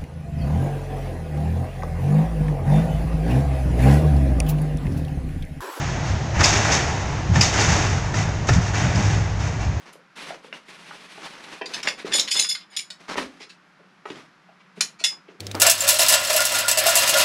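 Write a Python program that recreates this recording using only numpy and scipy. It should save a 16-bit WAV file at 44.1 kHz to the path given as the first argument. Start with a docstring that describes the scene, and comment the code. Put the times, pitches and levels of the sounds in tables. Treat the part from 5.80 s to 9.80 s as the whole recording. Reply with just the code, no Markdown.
"""Blasts deep in a tunnel reach the portal about once a second as pressure waves.
Each brings a low boom and a slap, often followed by a sharp crack, probably of the fabric air duct.
Gritty surges of turbulent air follow and die away in the tunnel's reverberation.
The tunnel's low resonance drones throughout, over a steady ventilation rumble."""
import sys
import numpy as np
from scipy import signal
from scipy.fft import rfft, irfft
from scipy.io import wavfile
from scipy.ndimage import uniform_filter1d

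SR = 44100
rng = np.random.default_rng(int(sys.argv[2]) if len(sys.argv) > 2 else 0)


def store_wav(level_fs):
    """Save 16-bit WAV to argv[1]."""
    pcm = np.round(np.clip(np.atleast_2d(level_fs), -1, 1) * 32767)
    wavfile.write(sys.argv[1], SR, pcm.T.astype(np.int16))


N = 176400

# Low booms: t/s, hold/s, level/dB, spectral tilt/(dB per octave)
BOOM_EVENTS = [(0.288, .055, -22.5, -7), (0.562, 0.035, -18, -5), (1.494, 0.053, -16, 2),
               (1.552, .045, -15.5, 2.5), (1.874, 0.043, -16, -1.5), (2.006, 0.15, -22.5, 1),
               (2.314, 0.17, -25.5, 1), (2.701, .02, -12, 2), (2.752, 0.03, -14, 0),
               (3.014, 0.082, -17, 0.5), (3.148, 0.038, -17.5, 4), (3.23, 0.19, -24, 2),
               (3.864, 0.015, -18.5, -7.5)]
# Dull slaps and sharp cracks: t/s, hold/s, level/dB
SLAP_EVENTS = [(.606, 0.0044, -12), (.756, 0.0027, -34), (.851, 0.0023, -20), (1.557, .001, -17.5),
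               (2.341, .001, -21), (2.687, .006, -14), (3.003, .002, -35)]
CRACK_EVENTS = [(.637, .003, -12.5), (.729, .005, -31), (.914, 0.0057, -24), (1.607, 0.00091, -12),
                (1.791, 0.0036, -25.5), (1.885, 0.0036, -32), (3.151, .003, -35)]
# Surges of air: t/s, rise/s, hold/s, fall/s, roar level/dB, hiss level/dB
SURGE_EVENTS = [(-.05, 0.032, 0.09, 0.15, -33.5, -40), (0.228, 0.028, 0.057, 0.03, -37, -40),
                (0.533, 0.024, 0.035, .03, -29.5, -38), (0.585, 0.014, 0.035, 0.094, -22, -29),
                (0.628, 0.01, 0.025, 0.074, -24.5, -18.5), (0.721, .008, 0.043, 0.073, -24, -27.5),
                (0.826, 0.024, 0.11, 0.083, -24.5, -28.5), (0.908, .015, 0.029, 0.032, -41, -23),
                (1.244, .05, .10, .07, -38.5, -54), (1.524, 0.039, 0.013, 0.11, -25, -31),
                (1.607, 0.0068, 0.017, 0.049, -26.5, -19), (1.716, 0.023, 0.11, 0.053, -23.5, -27.5),
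                (1.792, .012, .025, 0.062, -36, -25), (1.865, 0.035, 0.026, 0.13, -25, -26),
                (1.97, .02, 0.051, 0.055, -32, -35), (2.334, 0.025, 0.058, 0.044, -29, -32.5),
                (2.668, 0.007, .03, 0.053, -31, -33), (2.725, 0.011, 0.017, 0.018, -30.5, -29),
                (2.8, .015, 0.076, 0.034, -36, -38.5), (2.927, 0.021, 0.072, 0.12, -27, -32),
                (3.14, 0.015, 0.12, 0.11, -31, -34.5), (3.29, 0.018, 0.028, 0.085, -37, -39.5),
                (3.586, 0.013, 0.062, 0.093, -34.5, -39.5), (3.793, .015, 0.031, 0.045, -35, -42)]
# Envelope of the tunnel resonance: t/s, level/dB
DRONE_ENVELOPE = [(0, -39), (.45, -32), (.75, -26.5), (1.2, -48), (1.6, -27), (1.95, -28), (2.4, -32),
                  (2.8, -26), (3.25, -22), (3.55, -28.5), (4, -28.5)]
# Spectra of a blast's three parts: f/Hz, relative level/dB
BOOM_SPECTRUM = [(20, -29), (40, -23), (65, -2), (100, 7.5), (135, -1.5), (175, -4), (230, -16.5),
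                 (400, -33.5), (900, -70), (3000, -100)]
SLAP_SPECTRUM = [(80, 2), (300, -3), (480, -2), (700, 4), (1050, -5), (1370, 4.5), (1580, -8), (1800, 5.5),
                 (2250, -12.5), (2700, -4), (3200, -19), (3700, -13), (4200, -17.5), (5000, -9),
                 (6700, -12.5), (8500, -33), (12000, -51), (15500, -44)]
CRACK_SPECTRUM = [(200, -41), (1200, -46), (2100, 0), (2900, 1), (3400, -18), (4200, -23), (4600, 3.5),
                  (5050, 11), (5700, -2), (6600, -3), (7400, -6), (8400, -23), (10500, -28), (12500, -37),
                  (15500, -35)]
# Spectra of a surge's three bands and its dark reverberant roll: f/Hz, relative level/dB
ROAR_SPECTRUM = [(80, -25), (200, -1.5), (310, 1), (480, -5), (660, 1.5), (860, 1), (1150, -4.5),
                 (1500, -2.5), (1800, -2), (2200, -3.5), (2700, -6.5), (3300, -14), (4200, -23),
                 (8000, -43), (12000, -80)]
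HISS_SPECTRUM = [(1000, -16), (2400, -9.5), (3400, -7.5), (3720, -2.5), (4080, -11.5), (4500, -3),
                 (4800, -7.5), (5300, -1.5), (6000, -1), (6500, -0.5), (6950, -3.5), (7350, -9.5),
                 (7650, -11.5), (8100, -17.5), (8700, -26.5), (10300, -36.5), (12300, -45), (15500, -45)]
FIZZ_SPECTRUM = [(5000, -31), (7500, 2), (9000, 0), (10500, -3), (12300, -13), (15500, -6.5)]
ROLL_SPECTRUM = [(100, -15), (200, -1), (300, 0.5), (470, 0), (680, -1.5), (900, 3), (1400, -8.5),
                 (2500, -17.5), (5000, -45), (10000, -82)]
# Spectra of the ventilation: f/Hz, relative level/dB
RUMBLE_SPECTRUM = [(15, -18), (32, -23), (45, -10), (62, 0.5), (85, -1.5), (110, -2.5), (145, -3),
                   (190, -12.5), (260, -21.5), (400, -27.5), (900, -49), (3000, -94)]
AIRFLOW_SPECTRUM = [(150, -4.5), (340, 2), (470, -3), (640, 3.5), (900, 1), (1150, -4.5), (1800, -4.5),
                    (2500, -10), (3200, -12.5), (4200, -14.5), (5600, -12), (6600, -11), (7600, -25),
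                    (8700, -36), (12000, -55), (15500, -53)]

TUNNEL_T60_S, ROLL_T60_S, WALL_T60_S = 1.53, 3.8, 0.1
FIZZ_DB, ROLL_DB, WALL_DB = -28.5, -7, -14.5
GRIT_PER_S, GRIT_POWER_SHARE, GRIT_SPREAD_DB = 1500, 0.27, 4.5
DRONE_HZ, DRONE_WANDER_HZ, DRONE_WAVER_DB = 101.9, 2.4, 1.5
RUMBLE_DB, AIRFLOW_DB, AIRFLOW_FADE_DB_PER_S = -25.5, -35, 1.34


def booms(pivot_hz=100):
    """Pressure waves carry low-frequency energy; spectral tilt makes each deeper or tighter."""
    out = np.zeros(N)
    for start, hold, db, tilt_db in BOOM_EVENTS:
        spectrum = [(hz, level + tilt_db * np.log2(hz / pivot_hz)) for hz, level in BOOM_SPECTRUM]
        envelope = np.sqrt(burst_power(start, rise_s=0.0069, hold_s=hold, fall_s=0.03))
        out += amp(db) * envelope * low_noise(spectrum, evenness=1)
    return out


def slaps():
    """A steep wavefront is heard as a brief, broadband slap."""
    power = sum(amp(db) ** 2 * burst_power(start, rise_s=0.0015, hold_s=hold, fall_s=0.0082)
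                for start, hold, db in SLAP_EVENTS)
    return reverberant_envelope(power, echo_db=-5.5) * colour(noise(), SLAP_SPECTRUM)


def cracks():
    """Short transients, probably of the fabric duct, concentrate their energy in the treble."""
    power = sum(amp(db) ** 2 * burst_power(start, rise_s=0.0054, hold_s=hold, fall_s=0.01)
                for start, hold, db in CRACK_EVENTS)
    return reverberant_envelope(power, echo_db=-16.5) * colour(noise(), CRACK_SPECTRUM)


def air_surges():
    """Turbulent flow radiates roar, hiss and fizz; the roar reverberates longest, the fizz not at all."""
    bursts = np.array([burst_power(*row[:4]) for row in SURGE_EVENTS])
    roar_power, hiss_power = amp(np.array(SURGE_EVENTS)[:, -2:].T) ** 2 @ bursts
    roar = reverberant_envelope(roar_power, echo_db=-1.5) * colour(turbulence(), ROAR_SPECTRUM)
    hiss = reverberant_envelope(hiss_power, echo_db=-7) * colour(turbulence(), HISS_SPECTRUM)
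    fizz = amp(FIZZ_DB) * np.sqrt(hiss_power) * colour(turbulence(), FIZZ_SPECTRUM)
    roll = amp(ROLL_DB) * np.sqrt(diffuse_tail(roar_power, ROLL_T60_S)) * colour(noise(), ROLL_SPECTRUM)
    flutter_db = 0.5 * drift(rate_hz=60)
    return (roar + hiss + fizz) * amp(flutter_db) + roll


def turbulence():
    """Turbulent noise with grit: small crackles that arrive as a Poisson process."""
    impulses = (rng.random(N) < GRIT_PER_S / SR) * np.sign(noise())
    grit_db = GRIT_SPREAD_DB * np.minimum(rng.exponential(1, N), 2.8)
    grit = unit(impulses * amp(grit_db))
    return np.sqrt(1 - GRIT_POWER_SHARE) * noise() + np.sqrt(GRIT_POWER_SHARE) * grit


def wall_reflections(x, count=40):
    """Early reflections from the rock face and tin sheds add delayed, weaker copies."""
    delay_s = rng.uniform(0.002, 0.05, count)
    polarity = rng.choice([-1., 1.], count)
    taps = np.zeros(SR // 2)
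    taps[(delay_s * SR).astype(int)] = polarity * amp(-60 * delay_s / WALL_T60_S)
    echo = signal.oaconvolve(x, taps / np.linalg.norm(taps))[:N]
    return (x + amp(WALL_DB) * echo) / np.sqrt(1 + amp(WALL_DB) ** 2)


def reverberant_envelope(power, echo_db):
    """Direct and reverberant sound add in power; the square root gives their amplitude."""
    return np.sqrt(power + amp(echo_db) ** 2 * diffuse_tail(power, TUNNEL_T60_S))


def diffuse_tail(power, t60_s):
    """The power of a diffuse field decays exponentially, by 60 dB in the reverberation time."""
    retained = np.exp(-2 * np.log(1e3) / (t60_s * SR))
    return signal.lfilter([1 - retained], [1, -retained], power)


def tunnel_drone():
    """A low resonance of the tunnel's air swells and ebbs, wavering in pitch and level."""
    level_db = np.interp(np.arange(N) / SR, *np.transpose(DRONE_ENVELOPE))
    level_db += DRONE_WAVER_DB * drift(rate_hz=7.6)
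    cycles = np.cumsum(DRONE_HZ + DRONE_WANDER_HZ * drift(rate_hz=17.3)) / SR
    return amp(level_db) * unit(np.sin(2 * np.pi * cycles))


def ventilation():
    """Forced flow makes continuous noise: a steady rumble and a slowly easing rush in the duct."""
    rumble = amp(RUMBLE_DB) * low_noise(RUMBLE_SPECTRUM, evenness=0.67)
    airflow_db = AIRFLOW_DB - AIRFLOW_FADE_DB_PER_S * (np.arange(N) - N / 2) / SR
    return rumble + amp(airflow_db) * colour(noise(), AIRFLOW_SPECTRUM)


def burst_power(start_s, rise_s, hold_s, fall_s):
    """Power is amplitude squared; the amplitude rises linearly, holds and decays exponentially."""
    t = np.arange(N) / SR - start_s
    attack = np.clip(t / rise_s, 0, 1)
    decay = np.exp(-np.maximum(t - rise_s - hold_s, 0) / fall_s)
    return (attack * decay) ** 2


def low_noise(spectrum, evenness):
    """Narrowband noise swells at random; dividing by its envelope evens it out (0 none, 1 most)."""
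    x = colour(noise(), spectrum)
    power = abs(uniform_filter1d(uniform_filter1d(x ** 2, size=900), size=900))
    return unit(x / (power + 1e-6) ** (evenness / 2))


def drift(rate_hz):
    """Low-pass noise gives a random fluctuation of rms 1."""
    f = np.fft.rfftfreq(N, 1 / SR)
    return unit(irfft(rfft(noise()) * (f > 0) * np.exp(-(f / rate_hz) ** 2), N))


def colour(x, spectrum):
    """Filtering imposes a spectrum, interpolated in log frequency; the result has rms 1."""
    hz, db = np.transpose(spectrum)
    f = np.fft.rfftfreq(N, 1 / SR)
    gain = amp(np.interp(np.log(f + 1), np.log(hz), db))
    return unit(irfft(rfft(x) * gain, N))


def noise():
    """Gaussian white noise."""
    return rng.standard_normal(N)


def amp(db):
    """Amplitude ratio of a level in decibels."""
    return 10 ** (np.asarray(db) / 20)


def unit(x):
    """Normalisation to rms 1."""
    return x / np.sqrt(np.mean(x ** 2) + 1e-20)


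def scene():
    """The sources superpose in the yard before the portal."""
    blasts = slaps() + cracks() + wall_reflections(air_surges()) + booms()
    return (blasts + ventilation() + tunnel_drone())[None]


def record(dry, ceiling=0.85, cutoff_hz=15550):
    """Soft saturation rounds the highest peaks, and a low-pass filter limits the band."""
    rounded = dry / (1 + (dry / ceiling) ** 8) ** (1 / 8)
    taps = signal.firwin(511, cutoff_hz, window=("kaiser", 9), fs=SR)
    return signal.oaconvolve(rounded, taps[None], "same")


dry = scene()
out = record(dry)
store_wav(out)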